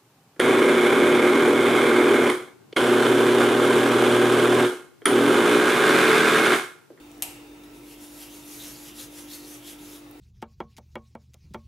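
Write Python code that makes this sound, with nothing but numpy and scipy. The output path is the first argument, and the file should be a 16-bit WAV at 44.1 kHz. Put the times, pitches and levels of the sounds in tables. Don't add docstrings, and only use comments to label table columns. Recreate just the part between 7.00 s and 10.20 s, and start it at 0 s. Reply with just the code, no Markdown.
import sys
import numpy as np
from scipy import signal
from scipy.io import wavfile
from scipy.ndimage import uniform_filter1d

SR = 44100
rng = np.random.default_rng(int(sys.argv[2]) if len(sys.argv) > 2 else 0)


def inscribe(sig):
    pcm = np.round(np.clip(np.atleast_2d(sig).T, -1, 1) * 32767)
    wavfile.write(sys.argv[1], SR, pcm.astype(np.int16))


def makeup_ratio(level_db):
    decades = np.asarray(level_db, float) / 20
    return 10 ** decades


N = 141120
SIDE = np.array([[1], [-1]])


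def evened(x):
    return x / np.sqrt(np.mean(x ** 2) + 1e-20)


def read(points, hz):
    f, value = np.transpose(points)
    return np.interp(np.log(hz + 1), np.log(f + 1), value)


def resonate(x, hz, width):
    turn = np.exp(2j * np.pi * np.cumsum(hz * np.ones(len(x))) / SR)
    r = np.exp(-np.pi * width / SR)
    smooth = signal.lfilter([1 - r], [1, -r], x / turn + 1e-18)
    return 2 * (turn * smooth).real


def patches(shape, db):
    blurred = uniform_filter1d(rng.standard_normal(shape), size=8, axis=0)
    blurred = uniform_filter1d(blurred, size=12, axis=1)
    return makeup_ratio(db * evened(blurred))


def ring(hz, db, t60):
    rise_s = .00008
    t = np.arange(SR // 2) / SR
    envelope = makeup_ratio(db - 60 * t / t60) * (1 - np.exp(-t / rise_s))
    return envelope * np.sin(2 * np.pi * hz * t)


def add(mix, s, sound):
    part = mix[round(s * SR):][:len(sound)]
    part += sound[:len(part)]


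# frequency in Hz, relative density in dB per Hz.
AIR_COLOUR = [(15, -51), (25, -18), (53, -23), (91, -18), (228, -15), (291, -14.5), (403, -12), (542, -16),
              (929, -20), (1590, -24.5), (2730, -23), (3220, -28.5), (3580, -28), (5520, -31), (15800, -37)]
# frequency in Hz, likeness from 0 to 1.
AIR_LIKENESS = [(30, .99), (150, 0.86), (400, 0.82), (1000, 0.11), (2500, 0.24), (6000, 0.49), (13000, 1)]


def air():
    level_db, patch_db = -51.5, 1.9
    hz = np.fft.rfftfreq(2048, 1 / SR)
    a, b, c, d = rng.standard_normal((N // 512 + 5, 1025, 4)).T
    same = np.clip(read(AIR_LIKENESS, hz), -1, 1)[:, None]
    left = a + 1j * b
    right = same * left + np.sqrt(1 - same ** 2) * (c + 1j * d)
    z = np.array([left, right]) * makeup_ratio(read(AIR_COLOUR, hz))[:, None] * patches(a.shape, patch_db)
    noise = signal.istft(z, nperseg=2048, noverlap=1536)[1][:, :N]
    return makeup_ratio(level_db) * evened(noise)


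# multiple of the motor rate, level in dB rms before it wavers.
MOTOR_HARMONICS = [(1, -63.5), (5, -69), (6, -48), (7, -57), (17, -73), (19, -72), (27, -71.5), (55, -73.5),
                   (74, -72)]


def hum():
    motor_hz, waver_cutoff_hz = 49.24, 13.4
    drone_hz, drone_width_hz, drone_db = 122.5, 10.7, -63
    whine_hz, whine_db = 15625, -74
    t = np.arange(N) / SR
    out = np.zeros(N)
    slow = signal.butter(2, waver_cutoff_hz, fs=SR, output="sos")
    for k, db in MOTOR_HARMONICS:
        waver = evened(signal.sosfilt(slow, rng.standard_normal(N)))
        waver_db = 1.5 if k < 10 else 3.5
        tone = np.sin(2 * np.pi * (round(k) * motor_hz * t + rng.random()))
        out += np.sqrt(2) * makeup_ratio(db + waver_db * waver) * tone
    drone = resonate(rng.standard_normal(N), drone_hz, drone_width_hz)
    out += makeup_ratio(drone_db) * evened(drone)
    return out + np.sqrt(2) * makeup_ratio(whine_db) * np.sin(2 * np.pi * whine_hz * t)


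# start in seconds, starting level in dB before the soft start, centre in Hz.
FAINT_TICKS = [(0.1161, -30, 7800), (0.1815, -34, 9920), (0.636, -32.5, 5860), (0.6494, -43, 6390),
               (1.957, -31, 7910), (2.3116, -38, 11300), (3.1123, -26, 12100)]


def ticks():
    t60_s, wet_db = .0012, -10
    out, fed = np.zeros(N), np.zeros(N)
    for s, db, hz in FAINT_TICKS:
        add(out, s, ring(hz, db, t60_s))
        add(fed, s, ring(hz, db + wet_db, t60_s))
    return out, fed


# frequency in Hz, t60 in seconds.
ROOM_DECAY = [(500, 0.8), (800, 0.59), (1400, 0.92), (2700, 0.72), (5000, 0.56), (9000, 0.48),
              (14000, 0.31)]
# frequency in Hz, relative level in dB.
TAIL_COLOUR = [(400, -5), (800, 17.5), (1400, 5), (2600, 3), (5000, -1.5), (9000, 0.5), (14000, -3.5)]
# frequency in Hz, likeness from 0 to 1.
TAIL_LIKENESS = [(300, 1), (1000, .2), (2500, 0.28), (6000, 0.52), (12000, 0.96)]


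def room(x):
    early_db, early_t60_s = 3.5, 0.078
    taps = np.zeros((2, SR))
    at = np.arange(100, SR - 20, 10) + rng.integers(0, 10, (2, (SR - 120) // 10))
    np.put_along_axis(taps, at, rng.choice([-1., 1.], at.shape), 1)
    hz, t, z = signal.stft(taps, SR, nperseg=256)
    same = np.clip(read(TAIL_LIKENESS, hz), 0, 1)[:, None]
    z[1] = same * z[0] + np.sqrt(1 - same ** 2) * z[1]
    z *= 1 + makeup_ratio(early_db - 60 * t / early_t60_s)
    fade_db = read(TAIL_COLOUR, hz)[:, None] - 60 * t / read(ROOM_DECAY, hz)[:, None]
    tail = signal.istft(z * makeup_ratio(fade_db), SR, nperseg=256)[1]
    tail = tail / np.linalg.norm(tail, axis=1)[:, None]
    return signal.fftconvolve(x[None], tail, axes=1)[:, :N]


# frequency in Hz, relative level in dB.
CRACK_COLOUR = [(400, -16), (600, -16.5), (760, -12), (930, -19.5), (1200, -22), (1900, -15), (2800, -1.5),
                (3400, -11), (4000, -8.5), (5500, -7.5), (6500, -7.5), (8000, -3.5), (10000, -5),
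                (12300, 2), (13300, -2), (14000, -23), (14600, -14), (16000, -24)]


def crack():
    hz = abs(np.fft.fftfreq(4096, 1 / SR))
    log = np.log(makeup_ratio(read(CRACK_COLOUR, hz)))
    click = np.fft.ifft(np.exp(np.conj(signal.hilbert(log)))).real[:2048]
    return click / abs(click).max()


# start in seconds, relative peak in dB.
CRACKS = [(.2230, -12), (.2234, -12), (.2237, -14), (.2244, -15), (.2250, -21), (.2286, -18), (.2291, -22),
          (.2352, -21)]
# frequency in Hz, starting level in dB, t60 in seconds.
PLATE_MODES = [(714, -53.5, 0.32), (760, -52, 0.49), (916, -54, 0.52), (2730, -50, 0.67)]


def snap():
    gain_db, wet_db = 2, 5.5
    out, fed, click = np.zeros(N), np.zeros(N), crack()
    for (s, db), sign in zip(CRACKS, rng.choice([-1., 1.], len(CRACKS))):
        add(out, s, sign * makeup_ratio(db + gain_db) * click)
    first_s, first_db = CRACKS[0]
    add(fed, first_s, makeup_ratio(first_db + gain_db + wet_db) * click)
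    add(out, first_s, sum(ring(*mode) for mode in PLATE_MODES))
    return out, fed


# time in seconds, relative level of the skin hiss in dB,
# relative level of the hollow between the palms in dB, pitch of the hollow in Hz.
STROKES = [(0.6, -79, -75, 2860), (0.63, -77, -77, 3300), (0.64, -59, -61, 3700), (0.69, -83, -78, 3520),
           (0.76, -59.5, -66, 3600), (0.82, -66.5, -80, 3600), (0.87, -59, -62, 3320),
           (0.93, -53, -61, 2650), (0.97, -63, -61, 3220), (1.04, -50.5, -64, 3600), (1.09, -57, -71, 3580),
           (1.17, -52.5, -72, 3720), (1.23, -47.5, -58, 2770), (1.29, -56.5, -56, 2980),
           (1.35, -50.5, -56, 3650), (1.37, -50.5, -78, 3700), (1.43, -55.5, -68, 3770),
           (1.54, -46, -69, 3770), (1.58, -48.5, -73, 3690), (1.6, -47.5, -45.5, 3670),
           (1.65, -44.5, -52, 3760), (1.7, -46.5, -69, 3920), (1.76, -52, -51, 4740),
           (1.82, -51, -76, 3480), (1.89, -48.5, -55, 3000), (1.93, -61, -56.5, 3060),
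           (1.97, -49.5, -60, 3940), (2.0, -42.5, -43, 3850), (2.04, -46.5, -58, 4000),
           (2.09, -63, -69, 3660), (2.13, -54.5, -59, 3400), (2.19, -46, -75, 3570), (2.27, -58, -62, 3050),
           (2.32, -45.5, -47, 4000), (2.35, -43, -47, 4400), (2.37, -48, -73, 4470), (2.43, -56, -59, 4120),
           (2.45, -53.5, -49.5, 4240), (2.49, -49.5, -72, 3390), (2.55, -49, -80, 3740),
           (2.57, -52.5, -68, 3720), (2.61, -60, -62, 3150), (2.68, -46.5, -47.5, 3430),
           (2.73, -51, -60, 3140), (2.78, -65, -68, 3480), (2.79, -58, -54, 3630), (2.85, -53.5, -74, 3590),
           (2.96, -52, -55, 3580), (2.98, -56, -65, 3250), (3.06, -83, -77, 2950)]
# frequency in Hz, relative density in dB per Hz.
SKIN_COLOUR = [(150, -43), (500, -3.5), (900, -15.5), (1500, -12), (2500, -8.5), (4000, -8), (6000, -3.5),
               (8500, -7), (11000, -2.5), (12800, -6), (14200, -10), (15800, -16)]
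# frequency in Hz, relative level in dB.
SKIN_WIDTH = [(700, -7), (2000, -8), (5000, -14), (9000, -12.5), (13000, -24.5)]


def rub():
    slips_per_s, slip_spread_db = 16000, 1.5
    patch_db, wide_patch_db = 1.7, 5.5
    hollow_width_hz = 1100
    skin_gain_db, hollow_gain_db = 3, -2
    s, skin_db, hollow_db, hollow_hz = np.transpose(STROKES)
    t = np.arange(N) / SR

    sign = rng.choice([-1., 1.], (2, N))
    happens = rng.random((2, N)) < slips_per_s / SR
    slips = sign * happens * makeup_ratio(slip_spread_db * rng.exponential(1, (2, N)))

    hz, _, z = signal.stft(slips, SR, nperseg=512)
    z[0] *= patches(z[0].shape, patch_db)
    z[1] *= makeup_ratio(read(SKIN_WIDTH, hz))[:, None] * patches(z[0].shape, wide_patch_db)
    coloured = z * makeup_ratio(read(SKIN_COLOUR, hz))[:, None]
    mid, wide = signal.istft(coloured, SR, nperseg=512)[1][:, :N]
    skin = np.array([mid + wide, mid - wide]) / mid.std()

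    pitch = np.interp(t, s, hollow_hz)
    hollow = resonate(slips[0], pitch, hollow_width_hz)
    hollow = evened(resonate(hollow, pitch, hollow_width_hz))

    skin_level = makeup_ratio(np.interp(t, s, skin_db, left=-90, right=-90) + skin_gain_db)
    hollow_level = makeup_ratio(np.interp(t, s, hollow_db, left=-90, right=-90) + hollow_gain_db)
    return skin_level * skin + hollow_level * hollow


def scene():
    rub_left_db, click_left_db, rub_wet_db = 0.14, 1, -8.5
    skin = rub()
    snap_out, snap_fed = snap()
    tick_out, tick_fed = ticks()
    near = skin * makeup_ratio(rub_left_db * SIDE) + (snap_out + tick_out) * makeup_ratio(click_left_db * SIDE)
    fed = makeup_ratio(rub_wet_db) * skin.mean(0) + snap_fed + tick_fed
    return near + room(fed) + hum() + air()


def roll_off(x):
    return signal.sosfilt(signal.butter(12, 16810, fs=SR, output="sos"), x)


def record(dry):
    edge_hz = 15740
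    lowpass = signal.firwin(1201, edge_hz, window=("kaiser", 7), fs=SR)
    mix = signal.oaconvolve(dry, lowpass[None], "same")
    return roll_off(mix)


dry = scene()
out = record(dry)
inscribe(out)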